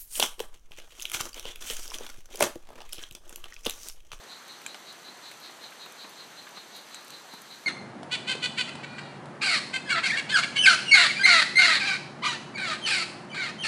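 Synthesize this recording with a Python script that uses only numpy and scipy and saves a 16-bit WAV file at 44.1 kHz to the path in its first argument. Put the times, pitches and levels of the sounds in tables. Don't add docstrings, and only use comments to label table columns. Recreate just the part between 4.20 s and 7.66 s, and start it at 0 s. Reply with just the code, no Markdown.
import sys
import numpy as np
from scipy import signal
from scipy.fft import rfft, irfft, next_fast_len
from scipy.io import wavfile
from scipy.ndimage import uniform_filter1d, map_coordinates

SR = 44100
rng = np.random.default_rng(int(sys.argv[2]) if len(sys.argv) > 2 else 0)


def to_wav(sig):
    pcm = np.clip(np.atleast_2d(sig), -1, 1) * 32767
    pcm = np.round(pcm).astype(np.int16)
    wavfile.write(sys.argv[1], SR, pcm.T)


N = 152586
TOP_HZ = 15420
DROP_TIME = np.arange(SR // 4) / SR
DRIP_ROOM_DB = -7
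BURST_WIDTH_HZ = 12000


def amp(db):
    return 10 ** (np.asarray(db) / 20)


def unit(x):
    return x / np.sqrt(np.mean(x ** 2) + 1e-20)


def along(points, hz):
    f, v = np.transpose(points)
    return np.interp(np.log(hz + 1), np.log(f + 1), v)


def filtered(x, response):
    m = next_fast_len(len(x) + SR // 10)
    hz = np.fft.rfftfreq(m, 1 / SR)
    return irfft(rfft(x, m) * response(hz), m)[:len(x)]


def resonance(f, hz, width):
    return 1j * f * width / (hz * hz - f * f + 1j * f * width)


def resonances(f, modes):
    return sum(amp(db) * resonance(f, hz, width) for hz, width, db in modes)


def band(hz, width, size):
    noise = rng.standard_normal(size)
    return unit(filtered(noise, lambda f: resonance(f, hz, width * np.sqrt(2)) ** 2))


def low_cut(x, hz, order=2):
    return signal.sosfilt(signal.butter(order, hz, "highpass", fs=SR, output="sos"), x)


def add(track, s, sound):
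    i = max(round(s * SR), 0)
    part = track[i:i + len(sound)]
    part += sound[:len(part)]


def echoes(x):
    # frequency in Hz, time for a 60 dB decay in seconds.
    forest_decay = [(200, 0.057), (4000, 0.076), (12000, 0.1)]
    hz, t, z = signal.stft(rng.standard_normal(SR // 2), SR, nperseg=256)
    decay = amp(-60 * t / along(forest_decay, hz)[:, None])
    tail = signal.istft(z * decay, SR, nperseg=256)[1]
    return signal.fftconvolve(x, tail / np.linalg.norm(tail))[:len(x)]


def dying(t, t60):
    return np.exp(-np.log(1000) * t / t60)


def ring(modes, hz):
    t = DROP_TIME
    return sum(amp(db) * np.sin(2 * np.pi * k * hz * t) * dying(t, t60) for k, db, t60 in modes)


def later(x, delay):
    return np.interp(DROP_TIME - delay, DROP_TIME, x, left=0)


def wet(x):
    return x + amp(DRIP_ROOM_DB) * echoes(x)


def hiss(level_db=-49, patchy_db=0.9, waver_db=0.15, waver_rate=7):
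    # frequency in Hz, relative spectral level in dB.
    water_colour = [(25, -32), (60, -32), (90, -18.5), (125, -7.5), (190, -2), (320, 0.5), (480, -0.5),
                    (900, 1.5), (1700, 0), (2500, -4.5), (3400, -4.5), (4300, -3), (5100, -10.5),
                    (6800, -9.5), (8500, -11.5), (9400, -17), (12500, -16.5), (14000, -21.5),
                    (15400, -24.5)]
    z = signal.stft(rng.standard_normal(N), nperseg=512)[2]
    patches = uniform_filter1d(rng.standard_normal(z.shape), size=7, axis=0)
    patches = uniform_filter1d(patches, size=10, axis=1)
    noise = signal.istft(z * amp(patchy_db * unit(patches)), nperseg=512)[1][:N]
    waver = map_coordinates(rng.standard_normal(200), [np.arange(N) * waver_rate / SR])
    water = unit(filtered(noise, lambda f: amp(along(water_colour, f))))
    return amp(level_db + waver_db * waver) * water


def insects():
    # centre in Hz, width in Hz, level in dB.
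    chorus_bands = [(5956, 93, -66.5), (6242, 180, -66)]
    return sum(amp(db) * band(hz, width, N) for hz, width, db in chorus_bands)


def far_drops(centre_hz=5000, octaves=0.5, t60=0.01, count=400):
    rate, loudest_db, spread_db = 45, -49.5, 3
    out, t = np.zeros(N), np.arange(SR // 20) / SR
    times = np.cumsum(rng.exponential(1 / rate, count))
    for s, far, colour in zip(times, rng.random(count), rng.standard_normal(count)):
        hz = min(centre_hz * 2 ** (octaves * colour), TOP_HZ)
        drop = band(hz, hz, len(t)) * dying(t, t60)
        add(out, s, amp(loudest_db - spread_db * far) * drop)
    return out


def frog(count=51):
    # loudest moment in seconds, level in dB before the common gain,
    # length as a multiple of the usual, ring pitch in Hz that sets the pulse timing.
    calls = [(.126, -44, 1.2, 4060), (.314, -45.5, 1.15, 4130), (.502, -45.5, 1.4, 4116),
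             (.695, -45.5, 1.1, 4125), (0.883, -45.5, 1.4, 4055), (1.074, -45, 1.3, 4075),
             (1.258, -44.5, 1.05, 4065), (1.447, -44.5, 0.92, 4065), (1.63, -44, 1.1, 4030),
             (1.819, -44.4, 1.14, 4095), (2.009, -45.3, 1.3, 4130), (2.199, -46.5, 1, 4060),
             (2.384, -45, .8, 4060), (2.57, -44.5, 1.25, 4120), (2.758, -45.5, 1.1, 4137),
             (2.948, -45.6, 1.3, 4044), (3.135, -47, 1.2, 4070), (3.329, -45.5, 1.1, 4070)]
    # frequency in Hz, width in Hz, level in dB.
    sac_modes = [(4110, 200, 0), (4610, 170, -18), (3860, 110, -22)]
    # frequency in Hz, gain in dB.
    voice_colour = [(2500, 6.5), (3400, 1.5), (3900, 0), (4650, -0.5), (5100, -8), (6500, 0.5), (8200, -7),
                    (10000, -7)]
    # frequency in Hz, width in Hz, level over the direct voice in dB.
    hollow_modes = [(3769, 22, 1), (3860, 40, -4), (3940, 20, 0), (4070, 22, -6), (4184, 24, -3),
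                    (4238, 20, 1)]
    pulse_hz, pulse_rise_hz_per_s = 272, 900
    ring_rise_hz_per_s = 200
    drift, uneven = 0.03, 0.04
    jitter_s, scatter_db = 0.00004, 1
    swell_s, fade_s, swell_shape, fade_shape = 0.019, 0.016, 1.62, 1.05
    gain_db, room_db = -4, -5
    lead, early_s = 0.1, 0.004

    def body(f):
        sac = amp(along(voice_colour, f)) * resonances(f, sac_modes)
        return sac * (1 + resonances(f, hollow_modes))

    out = np.zeros(N)
    for s, db, length, ring_hz in calls:
        index = np.arange(count) - count // 2 + rng.random() + uneven * rng.standard_normal(count)
        when = index / (pulse_hz * (1 + drift * rng.normal()))
        when = when - pulse_rise_hz_per_s / pulse_hz * when ** 2 / 2
        cycles = np.round(when * ring_hz)
        when = (cycles - ring_rise_hz_per_s * when ** 2 / 2) / ring_hz
        when = when + jitter_s * rng.standard_normal(count)

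        rising = when < 0
        span = length * np.where(rising, swell_s, fade_s)
        effort = np.exp(-np.abs(when / span) ** np.where(rising, swell_shape, fade_shape) / 2)
        sizes = effort * amp(scatter_db * rng.standard_normal(count))

        at = (when + lead) * SR
        places = np.round(at).astype(int)[:, None] + np.arange(-8, 9)
        weights = sizes[:, None] * np.sinc(places - at[:, None])
        pulses = np.bincount(np.abs(places).ravel(), weights.ravel(), SR // 2)

        voice = filtered(pulses, body)
        call = unit(voice) + amp(room_db) * unit(echoes(voice))
        strength = np.sqrt(np.sum(call ** 2) / (SR / 10))
        add(out, s - lead - early_s, amp(db + gain_db) * call / strength)
    return out


def litter_ticks():
    # start in seconds, onset level in dB before colouring, centre in Hz, 60 dB decay in seconds.
    droplets = [(0.28, -43.5, 7800, 0.03), (.3225, -45, 8000, .015), (.417, -43, 7500, 0.015),
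                (0.7255, -43, 7960, 0.023), (1.112, -44, 8000, 0.048), (1.2005, -44, 13000, .025),
                (1.26, -43, 9000, .012), (1.6575, -46, 11000, .025), (1.722, -43, 9000, 0.024),
                (1.894, -46, 12500, 0.059), (2.291, -45, 11000, .025), (2.562, -46, 10600, 0.12),
                (2.696, -47, 8500, .02), (2.848, -40, 10000, 0.0087), (2.881, -39, 8000, .01),
                (3.138, -43, 11000, 0.028), (3.218, -37.5, 11000, 0.011)]
    # frequency in Hz, gain in dB.
    tick_colour = [(8000, -1.5), (12500, -4), (15400, -5)]
    out, t = np.zeros(N), DROP_TIME
    for s, db, hz, t60 in droplets:
        noise = band(hz, BURST_WIDTH_HZ, len(t))
        tick = filtered(noise, lambda f: amp(along(tick_colour, f)))
        add(out, s, amp(db) * wet(tick * dying(t, t60)))
    return out


def ground_pats():
    # start in seconds, level in dB, centre in Hz, 60 dB decay in seconds, relative thump level
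    # in dB, attack time constant and knock delay in seconds, knock level in dB before halving.
    impacts = [(0.4164, -40, 1580, 0.027, -11, 0.00047, -6), (.549, -37, 1300, 0.039, -12, 0.0023, -11),
               (.884, -42, 990, 0.028, -3, 0.0021, 1), (1.111, -36, 2200, 0.039, -13, 0.0042, -2),
               (1.294, -39, 1370, .04, -29, 0.00306, -4), (1.52, -37, 1680, .043, -23, 0.0035, -13),
               (1.66, -40.5, 1300, 0.045, -10, 0.0012, 1), (1.843, -35.5, 1180, 0.044, -0.5, .0043, -10),
               (2.266, -35, 1570, 0.047, -17, .0046, -4), (2.37, -34, 1240, 0.037, -10, .0036, -3),
               (3.133, -36.5, 1295, 0.041, -1, .0042, 5.5)]
    # multiple of the pat's centre, level in dB, 60 dB decay in seconds.
    knock_modes = [(.73, -1.5, .035), (1, -5.5, 0.044)]
    width_hz, thump_hz, thump_width_hz = 1840, 246, 124
    soft_ground = signal.butter(2, 4200, fs=SR, output="sos")
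    out, t = np.zeros(N), DROP_TIME
    for s, db, hz, t60, thump_db, attack, knock_db in impacts:
        thump = amp(thump_db) * band(thump_hz, thump_width_hz, len(t))
        blow = band(hz, width_hz, len(t)) + thump
        blow = blow * dying(t, t60) * (1 - np.exp(-t / attack))
        knock = amp(knock_db) * later(ring(knock_modes, hz), attack) / 2
        add(out, s, amp(db) * wet(signal.sosfilt(soft_ground, blow + knock)))
    return out


def leaf_taps():
    # start in seconds, direct peak in dB, leaf ring in Hz, splash centre in Hz, splash level in dB
    # before quartering, rebound delay in seconds, crack level in dB before halving.
    near_drops = [(.4634, -22.5, 2520, 6960, 7, 0.0012, -15), (0.545, -28.5, 1580, 2760, 11.5, .00055, -20),
                  (2.745, -26, 2440, 7000, 10, 0.00083, -14.5), (2.9047, -30.5, 4430, 8200, -9, 0.00048, 1)]
    # multiple of its ring pitch, level in dB, 60 dB decay in seconds.
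    leaf_modes = [(.66, -5, 0.0092), (.96, -2, 0.012), (1.24, -7.5, 0.019), (1.66, -17, 0.015)]
    splash_width_hz, splash_t60_s, rebound_db = 1700, 0.008, -2
    leaf_low_hz = 940
    out, t = np.zeros(N), DROP_TIME
    for s, db, leaf_hz, splash_hz, splash_db, rebound, crack_db in near_drops:
        splash = amp(splash_db) * band(splash_hz, splash_width_hz, len(t)) / 2
        crack = amp(crack_db) * band(splash_hz, BURST_WIDTH_HZ, len(t))
        burst = dying(t, splash_t60_s)
        burst = burst + amp(rebound_db) * later(burst, rebound)
        tap = ring(leaf_modes, leaf_hz) + (splash + crack) * burst / 2
        tap = low_cut(tap, leaf_low_hz)
        add(out, s, amp(db) * wet(tap / np.abs(tap).max()))
    return out


def scene():
    drops = far_drops() + litter_ticks() + ground_pats() + leaf_taps()
    return (hiss() + insects() + frog() + low_cut(drops, hz=134, order=4))[None]


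def record(dry):
    return np.array([filtered(channel, lambda f: f < TOP_HZ) for channel in dry])


dry = scene()
out = record(dry)
to_wav(out)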